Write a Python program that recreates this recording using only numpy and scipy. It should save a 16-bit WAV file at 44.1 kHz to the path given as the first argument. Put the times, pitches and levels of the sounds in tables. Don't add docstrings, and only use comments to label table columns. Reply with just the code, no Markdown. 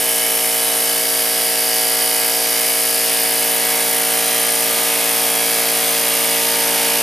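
import sys
import numpy as np
from scipy import signal
from scipy.fft import rfft, irfft
from scipy.io import wavfile
from scipy.ndimage import uniform_filter1d

SR = 44100
rng = np.random.default_rng(int(sys.argv[2]) if len(sys.argv) > 2 else 0)


def master(y):
    cut = np.clip(np.atleast_2d(y).T, -1, 1)
    pcm = np.round(cut * 32767)
    wavfile.write(sys.argv[1], SR, pcm.astype(np.int16))


def decibels_to_gain(level_db):
    exponent = np.asarray(level_db, float) / 20
    return 10 ** exponent


N = 309582


def level(x, db):
    return x * decibels_to_gain(db) / np.sqrt(np.mean(x ** 2))


def curves(table):
    s, *columns = np.transpose(table)
    return [np.interp(np.arange(N) / SR, s, c) for c in columns]


def bins_hz():
    return np.arange(N // 2 + 1) * SR / N


def along(table, hz):
    f, v = np.transpose(table)
    return np.interp(np.log(hz + 1), np.log(f + 1), v)


def colour(x, table):
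    hz = bins_hz()
    inside = (hz > table[0][0]) & (hz < table[-1][0])
    return irfft(rfft(x) * decibels_to_gain(along(table, hz)) * inside, N)


def ring(x, modes):
    out = 0
    for hz, width, db in modes:
        b, a = signal.iirpeak(hz, hz / width, SR)
        out = out + decibels_to_gain(db) * signal.lfilter(b, a, x)
    return out


def steep(x, modes):
    out = 0
    for hz, width, db in modes:
        once = ring(x, [(hz, width, 0)])
        out = out + ring(once, [(hz, width, db)])
    return out


def walk(rate):
    levels = rng.standard_normal(int(N / SR * rate) + 2)
    steps = uniform_filter1d(np.repeat(levels, 8), 8)
    return np.interp(np.arange(N) * rate * 8 / SR, np.arange(len(steps)), steps)


def echoes(x, t60_s):
    t = np.arange(SR // 2) / SR
    tail = rng.standard_normal(len(t)) * np.exp(-np.log(1000) * t / t60_s)
    return signal.fftconvolve(x, tail / np.sqrt(np.sum(tail ** 2)))[:N]


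def repeating(turn, memory, size):
    keep = np.exp(-1 / memory)
    turns = int(turn[-1])
    fresh = rng.standard_normal((turns + 100, size))
    rounds = signal.lfilter([np.sqrt(1 - keep ** 2)], [1, -keep], fresh, axis=0)
    rounds = rounds[-turns - 2:]
    return rounds.ravel()[(turn * size).astype(int)]


# (time [s], rate [turns/s])
SHAFT_SPEED = [(0, 57.59), (1.4, 57.614), (2.3, 57.618), (3.1, 57.598), (7.02, 57.582)]


def shaft_turns():
    return np.cumsum(curves(SHAFT_SPEED)[0]) / SR


# (time [s], closeness [0 far - 1 near])
STANCE_PATH = [
    (0, 0.069),
    (2.9, 0.069),
    (3.5, 0.55),
    (4.9, 0.64),
    (7.02, 1),
]


def closeness():
    return curves(STANCE_PATH)[0]


def heard(levels_db, beams=()):
    edge_s = 0.17
    t, close = np.arange(N) / SR, closeness()
    out = [far + (near - far) * close for far, near in levels_db]
    for part, start, end, db in beams:
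        inside = np.clip(np.minimum(t - start, end - t) / edge_s + .5, 0, 1)
        out[round(part)] = out[round(part)] + db * inside
    return out


# (multiple of the shaft rate [-], level [dB])
HUM_FAR_LINES = [(1, -36), (2, -23.5), (3, -14.5), (4, -12.5), (5, -7), (6, -24.5), (7, -9.5), (8, 0.5),
                 (9, -5), (10, -15), (11, 0), (12, -19), (13, 0.5), (14, -48), (15, -9), (16, -9),
                 (17, -20), (18, -21.5), (19, -22.5), (20, -14.5), (21, -12), (22, -32), (23, -11),
                 (24, -24), (25, -38), (26, -25), (27, -11.5), (28, -34), (29, -6), (30, -29)]
# (multiple of the shaft rate [-], level [dB])
HUM_NEAR_LINES = [(1, -41), (2, -20.5), (3, -11.5), (4, -8.5), (5, -5.5), (6, -24), (7, -11), (8, 1.5),
                  (9, -10.5), (10, -1), (11, -3), (12, -13.5), (13, -4), (14, -9), (15, -7), (16, -6.5),
                  (17, -16), (18, -17), (19, -33), (20, -14.5), (21, -9.5), (22, -39), (23, -42), (24, -16),
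                  (25, -29), (26, -17.5), (27, -32), (28, -26), (29, -7), (30, -21)]
TURN_THUDS = [
    (.158, .41),
    (.322, .98),
    (.852, .95),
]


def hum(turn):
    place, size = np.transpose(TURN_THUDS)
    moved = np.clip(closeness(), 0, 1)
    out = 0
    for (k, far_db), (_, near_db) in zip(HUM_FAR_LINES, HUM_NEAR_LINES):
        thud_phase = np.angle(np.sum(size * np.exp(-2j * np.pi * k * place)))
        start = thud_phase - np.pi / 2 + 2.4 / k
        gain = decibels_to_gain(far_db) + (decibels_to_gain(near_db) - decibels_to_gain(far_db)) * moved
        waver = .08 * walk(3)
        out = out + gain * np.cos(2 * np.pi * k * turn + start + waver)
    return level(out, 0)


# (place in the turn [0-1], level [dB], ringing part [index])
VALVE_KNOCKS = [(.45, -2, 0), (.75, -1, 0), (.97, -1, 0), (.24, -3, 1), (.55, 0, 1), (.8, -7, 1),
                (.8, 0, 2), (.03, -9, 2), (.57, -10, 2), (.58, -6, 3), (.8, 0, 3), (.04, -5, 3),
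                (.26, -2, 4), (.54, 0, 4), (.04, -2, 4), (.27, 0, 5), (.58, -3, 5), (.02, 0, 6),
                (.48, -2, 6)]
# (frequency [Hz], width [Hz], level [dB])
PART_MODES = [
    [(2236, 60, 0)],
    [(2995, 110, 0), (3110, 40, -6)],
    [(4745, 170, 0), (4550, 30, -6)],
    [(5015, 45, 0), (5345, 80, -2), (2822, 20, -3), (1960, 35, -3)],
    [(6600, 60, 0), (7960, 40, 0), (8230, 30, -1), (7620, 60, -4), (5520, 45, -2)],
    [(2420, 25, 0), (2822, 25, 0), (3170, 30, 0), (6280, 28, -2), (5300, 30, -3)],
    [(4085, 30, 5), (5640, 35, -3), (3510, 25, -2), (2020, 28, -1), (3050, 30, -1)],
]
# (far level [dB], near level [dB])
PART_LEVELS = [(-42, -40), (-33, -44), (-41, -41), (-38, -42), (-41, -43), (-46, -42), (-46, -43)]
# (part [index], start [s], end [s], gain [dB])
PART_BEAMS = [(0, 0, .5, 6), (0, 2.5, 2.8, 9), (0, 3.3, 4.1, 7), (0, 4.4, 5, 5), (0, 5.25, 5.7, 5),
              (0, 6.05, 7.1, 6), (1, -.2, 1, 3.5), (1, 1.6, 2.6, 2), (1, 6.2, 7.1, 5), (2, .75, 3.4, 9),
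              (2, 1.7, 2.4, 3), (2, 5.2, 6.4, 3), (3, .75, 3.4, 5), (4, 1.8, 3.2, 4), (5, -.2, .6, 7),
              (5, 4, 7.1, 2), (5, 5, 7.1, 4), (6, 3.8, 5, 8), (6, 5.6, 6.1, 5)]


def knocks(turn):
    hits, s = np.zeros((len(PART_MODES), N)), np.arange(N)
    whole = np.arange(1, int(turn[-1]))
    for place, db, part in VALVE_KNOCKS:
        time_chance, force_chance = rng.standard_normal((len(whole), 2)).T
        at = np.interp(whole - 1 + place + .0004 * time_chance, turn, s)
        at = np.clip(at, 0, N - 2)
        i = at.astype(int)
        force = decibels_to_gain(db + 1.5 * force_chance + 1.0 * walk(6)[i])
        hits[int(part), i] += force * (1 - at + i)
        hits[int(part), i + 1] += force * (at - i)
    hits[0] += .07 * rng.standard_normal(N) * decibels_to_gain(2.2 * walk(8))
    rings = 0
    for hit, modes, db in zip(hits, PART_MODES, heard(PART_LEVELS, PART_BEAMS)):
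        rings = rings + level(ring(hit, modes), db)
    return rings + decibels_to_gain(-13.5) * echoes(rings, t60_s=0.38)


# (frequency [Hz], level [dB per Hz])
CLATTER_SPECTRUM = [(410, -47), (700, -14), (738, 3.5), (796, -4), (895, 3.5), (975, -0.5), (1450, -3),
                    (2220, -1), (2520, 4), (4260, -1.5), (4890, -3.5), (6960, -3.5), (9000, -20),
                    (11700, -37), (19800, -120)]


def clatter(turn):
    pattern = uniform_filter1d(repeating(turn, 200., size=30), 15)
    bunches = decibels_to_gain(3.0 * pattern + .8 * walk(7))
    rattle = bunches * repeating(turn, 30., size=700)
    return level(colour(rattle, CLATTER_SPECTRUM), 0)


def puff(turn, place, fade):
    return uniform_filter1d(np.exp(-((turn - place) % 1) / fade), size=12)


def snaps(turn, place):
    at = np.flatnonzero(np.diff(np.floor(turn - place)))
    out = np.zeros(N)
    out[at] = decibels_to_gain(2.0 * rng.standard_normal(len(at)))
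    return out


# (place in the turn [0-1], level [dB], fade [turns])
VALVE_PUFFS = [
    (.04, 0, 0.065),
    (0.229, 3.5, 0.13),
    (.4, 2, 0.058),
    (.53, 1.5, 0.11),
    (.68, 2, 0.21),
]
# (frequency [Hz], level [dB per Hz])
HISS_SPECTRUM = [(880, -38), (1500, -25), (1630, -10.5), (2220, -3.5), (2440, -14), (2920, -7.5),
                 (4280, -11), (4700, -5.5), (7150, -9.5), (9880, 1), (10800, -4), (13500, -1), (14600, -27)]
# (frequency [Hz], width [Hz], level [dB])
PASSAGE_MODES = [
    [(9105, 120, 0), (8870, 100, -3)],
    [(9855, 70, 0), (9650, 70, -5), (10205, 110, -5)],
    [(11320, 190, 0), (9330, 60, -3)],
    [(13083, 60, 0), (13390, 120, -1), (13850, 800, -6)],
    [(10830, 110, 0), (12380, 150, -1)],
]
PASSAGE_TIMES = [(0.4, .3), (0.1, 0.21), (0, .15), (.23, 0.51), (0.3, .3)]
# (far level [dB], near level [dB])
PASSAGE_LEVELS = [(-47.5, -40), (-28, -31.5), (-35, -52), (-29, -30), (-42, -44)]
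# (group [index], start [s], end [s], gain [dB])
PASSAGE_BEAMS = [(0, 3, .7, 9), (0, 4, 4.6, 10.5), (0, 1, 5.6, 4), (1, 3.5, 3.05, 0.5), (1, 6.5, 7.1, 2.5),
                 (2, 0, 1.5, 6.5), (3, 0, 1.6, -3), (3, 6.6, 7.1, -5), (4, 4.6, 5, -4), (4, 1, 8.5, -7)]


def hiss(turn):
    leak_db, snap_db = -6, 2
    gate = decibels_to_gain(leak_db)
    for place, db, fade in VALVE_PUFFS:
        gate = gate + decibels_to_gain(db) * puff(turn, place, fade)
    gate = gate * decibels_to_gain(0.99 * uniform_filter1d(repeating(turn, 27.0, size=50), 11))
    turbulence = rng.standard_normal(N) + 0.57 * repeating(turn, 5.2, size=760)
    air = level(gate * turbulence, 0)
    sung = 0
    song_db = heard(PASSAGE_LEVELS, PASSAGE_BEAMS)
    for group, (place, fade), db in zip(PASSAGE_MODES, PASSAGE_TIMES, song_db):
        blown = (0.32 + puff(turn, place, fade)) * air
        struck = level(snaps(turn, place), snap_db)
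        sung = sung + decibels_to_gain(db) * level(steep(blown + struck, group), 0)
    return level(colour(air, HISS_SPECTRUM), -18.5) + sung


# (frequency [Hz], level [dB per Hz])
FAN_SPECTRUM = [(15, -30), (100, -25), (200, -16), (300, -9), (500, -5.5), (700, -3), (1200, -6),
                (2200, -4.5), (4000, -9), (7000, -27)]
# (frequency [Hz], width [Hz], level [dB])
TANK_MODE = (682, 6, -40.5)


def fan():
    hz, width, db = TANK_MODE
    ringing = ring(rng.standard_normal(N), [(hz, width, 0)])
    shell = level(ringing * decibels_to_gain(2.0 * walk(2.44)), db)
    rush = level(colour(rng.standard_normal(N), FAN_SPECTRUM), -30)
    return decibels_to_gain(1.0 * walk(6)) * rush + shell


# (frequency [Hz], phase [rad])
PORT_LEAD = [(0, .06), (150, .17), (520, .58), (1030, .5), (1400, .25), (2200, .3), (3700, .3), (5000, .1),
             (15000, .05)]
# (frequency [Hz], level [dB])
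SIDE_WALLS = [(60, -22), (250, -16), (600, -12), (1300, -13), (2400, -12), (4300, -12), (6500, -14),
              (9500, -20), (13000, -16), (15000, -18)]


def two_ports(mid):
    left_db, side_db, side_from_hz = -0.4, 0.3, 590
    hz = bins_hz()
    lead = np.exp(.5j * along(PORT_LEAD, hz)) * decibels_to_gain(left_db / 2)
    above_bass = 1 / (1 + (side_from_hz / (hz + 1)) ** 2) ** 2
    walls = decibels_to_gain(along(SIDE_WALLS, hz) + side_db) * above_bass
    side = irfft(rfft(echoes(mid, t60_s=0.4)) * walls, N)
    left = irfft(rfft(mid) * lead, N) + side
    right = irfft(rfft(mid) / lead, N) - side
    return np.array([left, right])


def scene():
    hum_db, clatter_db, fan_db = heard([(-26, -24.5), (-30, -25), (-2, 2.5)])
    turn = shaft_turns()
    mid = decibels_to_gain(hum_db) * hum(turn)
    mid = mid + knocks(turn)
    mid = mid + decibels_to_gain(clatter_db) * clatter(turn)
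    mid = mid + hiss(turn)
    mid = mid + decibels_to_gain(fan_db) * fan()
    return two_ports(mid)


def band_limit(x):
    return signal.sosfilt(signal.butter(12, 15350, fs=SR, output="sos"), x)


def record(dry):
    rounded = np.tanh(dry)
    top_cut = signal.ellip(14, .5, 85, 14400, fs=SR, output="sos")
    finished = signal.sosfilt(top_cut, rounded)
    return band_limit(finished)


dry = scene()
out = record(dry)
master(out)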